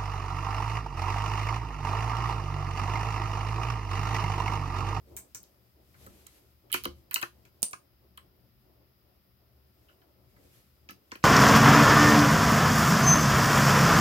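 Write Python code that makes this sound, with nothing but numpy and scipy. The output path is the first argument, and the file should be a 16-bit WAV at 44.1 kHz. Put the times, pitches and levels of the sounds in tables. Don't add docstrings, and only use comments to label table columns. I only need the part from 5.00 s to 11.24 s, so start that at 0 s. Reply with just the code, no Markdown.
import sys
import numpy as np
from scipy import signal
from scipy.fft import rfft, irfft
from scipy.io import wavfile
from scipy.ndimage import uniform_filter1d

SR = 44100
rng = np.random.default_rng(int(sys.argv[2]) if len(sys.argv) > 2 else 0)


def magnitude_from_level(level_db):
    exponent = np.asarray(level_db, float) / 20
    return 10 ** exponent


def bounce(signal):
    frames = np.transpose(np.atleast_2d(signal))
    limited = np.clip(frames, -1, 1)
    pcm = np.round(limited * 32767).astype(np.int16)
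    wavfile.write(sys.argv[1], SR, pcm)


N = 275184
SPAN = 16384


def on_log(hz, table):
    f, v = np.transpose(table)
    return np.interp(np.log(np.maximum(hz, 1)), np.log(f), v)


def walk(rate):
    k = int(SR / rate)
    steps = np.repeat(rng.standard_normal(N // k + 1), k)
    return uniform_filter1d(uniform_filter1d(steps, k), k)[:N]


def noise(colour):
    # frequency in Hz, likeness of left and right (clipped to 0-1 below).
    likeness = [(60, 1), (130, 0.81), (290, 0.7), (640, 0.3), (1410, 0), (3100, 0.07), (6820, -0.1),
                (15000, 0)]
    # frequency in Hz, left minus right in dB.
    stereo_tilt = [(60, 0), (110, 5), (200, 5.5), (380, 0.5), (700, 2.5), (1290, 7), (2380, 5), (4400, 5.5),
                   (8120, -3.5), (15000, -0.5)]
    hz = np.fft.rfftfreq(N, 1 / SR)
    mid, side = rfft(rng.standard_normal((2, N)))
    alike = np.clip(on_log(hz, likeness), 0, 1)
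    half_tilt_db = on_log(hz, stereo_tilt) / 2
    pair = np.sqrt(1 + alike) * mid + np.array([[1], [-1]]) * np.sqrt(1 - alike) * side
    pair = irfft(pair * magnitude_from_level(on_log(hz, colour) + np.array([half_tilt_db, -half_tilt_db])), N)
    return pair / np.sqrt(np.mean(pair.mean(axis=0) ** 2))


def hand(layer):
    # peak in seconds, fade in dB per second,
    # then peak levels in dB of rustle, rumble and rub.
    grip_moves = [(0.12, 80, -73, -61.5, -63.5), (0.42, 27, -74.5, -66.5, -75),
                  (1.062, 66.5, -62.5, -57, -66), (1.3, 54, -66, -61.5, -70.5),
                  (1.89, 74.5, -71, -52.5, -71), (2.4, 43, -78.5, -63.5, -72.5),
                  (4.93, 50, -77, -72.5, -68.5), (5.4, 100, -78, -76, -65), (5.54, 63.5, -67, -81, -83.5),
                  (6.2, 58.5, -74.5, -78, -70)]
    # rustle, rumble and rub in dB.
    rest_levels = (-87.5, -66, -72.5)
    t = np.arange(N) / SR
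    power = magnitude_from_level(rest_levels[layer]) ** 2
    for row in grip_moves:
        peak_s, fade_db_per_s, peak_db = row[0], row[1], row[2 + layer]
        power = power + magnitude_from_level(peak_db - fade_db_per_s * np.abs(t - peak_s)) ** 2
    return np.sqrt(power)


def background():
    # frequency in Hz, relative level in dB per Hz.
    rumble_colour = [(20, -45.5), (38, -25.5), (50, -4.5), (58, -9.5), (71, 4), (95, -14.5), (120, -1.5),
                     (135, -10.5), (155, -18), (180, -9), (205, -15.5), (240, -14.5), (300, -52),
                     (500, -120)]
    rub_colour = [(140, -41.5), (230, -17.5), (286, -4.5), (316, -4.5), (366, -2), (471, -11), (557, -7),
                  (931, -16.5), (1300, -24.5), (1690, -51), (2860, -120)]
    rustle_colour = [(290, -21.5), (500, 0), (586, -17), (1460, -8), (2390, -6.5), (10200, -10),
                     (12500, -1), (16000, -62.5)]
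    hiss_colour = [(590, -32), (1000, -5), (1370, -1), (1610, -6.5), (1890, -3.5), (2350, -6), (2520, -5.5),
                   (4490, -8.5), (4980, -0.5), (6270, -18.5), (8370, -26), (12300, -2), (15800, -2.5)]
    rumble = hand(layer=1) * magnitude_from_level(2.6 * walk(5)) * noise(rumble_colour)
    rub = hand(layer=2) * magnitude_from_level(3.5 * walk(25)) * noise(rub_colour)
    rustle = hand(layer=0) * magnitude_from_level(2.1 * walk(30)) * noise(rustle_colour)
    hiss = magnitude_from_level(-71.5) * noise(hiss_colour)
    top_cut = signal.ellip(8, .3, 50, 15850, fs=SR, output="sos")
    return rumble + rub + signal.sosfilt(top_cut, rustle + hiss)


def room(keys):
    # frequency in Hz, decay time t60 in seconds.
    decay_times = [(150, 0.17), (600, 0.17), (1300, .15), (2500, 0.19), (8000, .2), (11000, 0.16),
                   (15500, 0.087)]
    gap_s = 0.0016
    t = np.arange(SPAN) / SR
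    hz = np.fft.rfftfreq(SPAN, 1 / SR)
    white = rfft(rng.standard_normal((2, SPAN)))
    tail = 0
    for lo in 60 * np.sqrt(2) ** np.arange(17):
        band = irfft(white * ((hz >= lo) & (hz < np.sqrt(2) * lo)), SPAN)
        tail = tail + band * magnitude_from_level(-60 * t / on_log(lo, decay_times))
    tail = tail * np.clip(t / gap_s - 1, 0, 1)
    tail = tail / np.sqrt(np.sum(tail ** 2) / 2)
    return signal.fftconvolve(keys[None], tail, axes=1)[:, :N]


def ring(modes, push):
    hz, db, t60 = np.transpose(modes)[:, :, None]
    strength_db, detune = rng.standard_normal((2, len(modes), 1)) * np.array([2.5, .02])[:, None, None]
    t = np.arange(SPAN) / SR
    free = magnitude_from_level(db + strength_db - 60 * t / t60) * np.sin(2 * np.pi * hz * (1 + detune) * t)
    signs = (-1.) ** np.arange(len(modes))[:, None]
    out = signal.fftconvolve((free * signs).sum(axis=0), push)[:SPAN]
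    return out / np.sqrt(np.sum(out ** 2))


def chatter(ms, after_db):
    t_ms = np.arange(1024) / SR * 1000
    rattle = magnitude_from_level(after_db) * rng.standard_normal(len(t_ms)) * np.exp(-t_ms / ms)
    hits = rfft((t_ms == 0) + rattle)
    return irfft(hits / np.sqrt(uniform_filter1d(np.abs(hits) ** 2, size=9)))[:256]


def add(out, s, sound, pan_db, room_db, scatter_s=0.97):
    left_lag_s = .00028
    walls = sound * np.exp(-np.arange(SPAN) / SR / scatter_s)
    walls = walls * np.sqrt(np.sum(sound ** 2) / np.sum(walls ** 2))
    paths = [(left_lag_s, pan_db / 2, sound), (0, -pan_db / 2, sound), (0, room_db, walls)]
    for ch, (lag, db, x) in enumerate(paths):
        i = int((s + lag) * SR)
        out[ch, i:i + SPAN] += magnitude_from_level(db) * x


def aim(s):
    # time in seconds, left minus right of the clicks in dB.
    phone_turns = [(0.16, -1), (0.45, 5), (1.1, -9.5), (1.73, -21), (1.85, -11), (2.14, -11), (2.23, -1.5),
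                   (2.63, -11), (3.2, -9), (5.9, -12), (6.2, -9.5)]
    return np.interp(s, *np.transpose(phone_turns))


def thuds():
    # nominal time in seconds (heard 3 ms later), peak level in dB,
    # favoured frequency in Hz, damping factor.
    blows = [(0.067, -52, 366, 0.59), (0.112, -47.5, 106, 0.49), (0.342, -53.5, 127, 0.55),
             (1.061, -43.5, 124, 0.6), (1.74, -32.5, 303, 0.95), (1.855, -29, 320, 1.12),
             (2.156, -53.5, 385, 0.41), (2.228, -40, 422, 1.57), (2.625, -37.5, 221, 8.3),
             (5.378, -55.5, 287, 0.41), (5.446, -56, 376, 0.79), (5.888, -47, 194, 1.4),
             (5.909, -49, 202, 1.2), (6.119, -40.5, 358, 3.2), (6.152, -45, 335, 3.1)]
    # frequency in Hz, level in dB, t60 in seconds before damping.
    desk_modes = [(69, -5, 0.18), (108, -6, .1), (189.2, -7.5, 0.34), (272, -4.5, .15), (352.4, -2, 0.23),
                  (385, -9.5, 0.1), (453, -4.5, 0.12), (535.6, -0.5, 0.1)]
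    out = np.zeros((3, N + 2 * SPAN))
    for s, db, hz, damping in blows:
        modes = [(f, g - 9 * abs(np.log2(f / hz)), t60 / damping) for f, g, t60 in desk_modes]
        thud = ring(modes, np.hanning(24))
        add(out, s + .003, magnitude_from_level(db) * thud / np.max(np.abs(thud)), pan_db=1, room_db=-9)
    return out[:, :N]


def knocks():
    # time in seconds, keycap energy in dB, case energy in dB,
    # keycap frequency in Hz, room share in dB.
    landings = [(0.1661, -37.5, -37, 2380, 9), (0.3471, -42.5, -35, 2340, 6.5),
                (0.942, -42, -37.5, 2000, 0), (1.0643, -35, -25.5, 2000, -12),
                (1.2654, -32, -37.5, 3900, -3), (1.7, -34, -36, 2870, 2), (1.7182, -24, -55, 3200, -21),
                (1.727, -5.5, -49, 3160, 0), (1.7413, -2.5, -6, 2410, -3.5),
                (1.8378, -21.5, -25, 4660, -0.5), (1.8533, -8.5, -7, 2920, -9),
                (2.1108, -18.5, -20.5, 2660, 0.5), (2.142, -13, -37, 3750, -5),
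                (2.1585, -2, -7.5, 2830, -7), (2.2163, -24.5, -21, 3480, 8), (2.2282, -10, -4.5, 2560, -10),
                (2.451, -40, -42.5, 2380, 2), (2.629, -23, -32, 5000, 0), (2.731, -18.5, -12, 2450, -8),
                (3.175, -25, -23, 2990, -6), (4.886, -41, -40, 2925, 4.5), (5.016, -46.5, -43.5, 2910, 0),
                (5.3638, -43, -41.5, 2000, -1.5), (5.8889, -21.5, -20.5, 2630, -4.5),
                (5.908, -25.5, -28, 2750, -15), (6.1116, -35, -36, 3130, -12),
                (6.1169, -20, -14.5, 2400, -4.5), (6.154, -22.5, -24, 2600, -7),
                (6.2266, -33, -35, 2500, -4), (6.2347, -38, -17, 4370, -9)]
    # frequency in Hz, level in dB, t60 in seconds before finger damping.
    keycap_modes = [(2000, -1.5, 0.03), (2290, 1, 0.021), (2560, 0, 0.027), (2897, 0, 0.016),
                    (2982, -1, 0.024), (3200, -2, 0.019), (3953, -2.5, 0.018), (3930, -0.5, 0.02),
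                    (4260, 1, 0.015), (5050, 9, 0.0019)]
    case_modes = [(865, -4, 0.0093), (990.4, 0, 0.03), (1230, 4.5, 0.026), (1320, -1.5, 0.079),
                  (1410, 0, .035), (1752, -0.5, 0.037)]
    finger_damping = 1.43
    scatter_s = 0.0028
    cap_left_db, case_left_db = 16, 7.5
    out = np.zeros((3, N + 2 * SPAN))
    case = [(f, db, t60 / finger_damping) for f, db, t60 in case_modes]
    for s, cap_db, case_db, hz, room_db in landings:
        cap = []
        for f, db, t60 in keycap_modes:
            off_pitch_db = min(40 * abs(np.log2(f / hz)), 12.5)
            cap.append((f, db - off_pitch_db, t60 / finger_damping))
        push = chatter(.5, after_db=-16)
        add(out, s, magnitude_from_level(cap_db) * ring(cap, push), aim(s) + cap_left_db, room_db, scatter_s)
        soft = np.convolve(np.hanning(16), chatter(2.9, after_db=-20))
        case_sound = magnitude_from_level(case_db) * ring(case, soft)
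        add(out, s + .003, case_sound, aim(s) + case_left_db, room_db, 2 * scatter_s)
    return out[:, :N]


def clicks():
    # time in seconds, snap energy in dB, snap frequency in Hz,
    # crackle energy in dB, room share in dB.
    latches = [(0.1657, -18.5, 7970, -17, 3.5), (0.3474, -17, 7030, -20, 1), (0.4304, -42, 11790, -27, -12),
               (0.4384, -36, 5500, -50, -2.5), (1.0644, -35, 8300, -31, -4), (1.2678, -27.5, 7400, -31, -8),
               (1.7176, -19, 12080, -26, -14.5), (1.727, -8.5, 10550, -28, -5),
               (1.739, -12.5, 12000, -33, 3.5), (1.7425, -19.5, 7360, -23, 3.5),
               (1.8367, -19, 12200, -20.5, -6), (1.845, -18.5, 5330, -27.5, -3.5),
               (1.853, -14, 11280, -22.5, -14), (2.1107, -17, 11900, -32, -5),
               (2.1327, -26, 10440, -23.5, -15), (2.1425, -5.5, 8340, -0.5, -6),
               (2.16, -14.5, 4870, -15.5, -10.5), (2.2145, -15, 11300, -35, -1),
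               (2.2272, -15.5, 5450, -25, -10), (2.453, -42, 5010, -41.5, -3.5),
               (2.6207, -26.5, 8870, -31, -7.5), (2.6295, -7.5, 6030, -7.5, -7),
               (2.7106, -26, 10590, -39, 0), (2.733, -24, 6200, -40, -6), (3.1748, -30.5, 9070, -33, -7.5),
               (5.8897, -33.5, 5010, -41, 7.5), (5.9082, -28, 12100, -45, -4),
               (6.1181, -24, 4750, -36.5, -2.5), (6.1586, -33.5, 11800, -49, -7.5),
               (6.2342, -30, 4800, -47, 2)]
    # frequency in Hz, level in dB, t60 in seconds.
    crackle_modes = [(12400, -5, 0.0024), (13800, 2.5, .002), (16400, -4.5, 0.009)]
    # time in seconds, energy in dB.
    metal_hits = [(2.6294, 2), (2.6419, -10), (2.7323, -26)]
    out = np.zeros((3, N + 2 * SPAN))
    for s, db, hz, top_db, room_db in latches:
        push = chatter(1.4, after_db=-7)
        snap_modes = [(0.75 * hz, -6, .0008), (hz, 0, .0011), (1.327 * hz, -6, .0008)]  # Hz, dB, t60 s
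        snap = magnitude_from_level(db) * ring(snap_modes, push)
        crackle = magnitude_from_level(top_db) * ring(crackle_modes, push)
        add(out, s, snap + crackle, aim(s), room_db)
    for s, db in metal_hits:
        ping = ring([(9132, 0, .006)], chatter(0.1, after_db=-29.5))
        add(out, s, magnitude_from_level(db) * ping, aim(s) + 3.5, room_db=-3.5)
    return out[:, :N]


def scene():
    keys = clicks() + knocks() + thuds()
    bass_cut = signal.butter(2, 44.4, "high", fs=SR, output="sos")
    keys = signal.sosfilt(bass_cut, keys)
    return keys[:2] + room(keys[2]) + background()


def band_limit(x):
    return signal.sosfilt(signal.butter(12, 17150, fs=SR, output="sos"), x)


def record(dry):
    top_cut = signal.ellip(8, .3, 60, 16400, fs=SR, output="sos")
    mix = signal.sosfilt(top_cut, dry)
    return band_limit(mix)


dry = scene()
out = record(dry)
bounce(out)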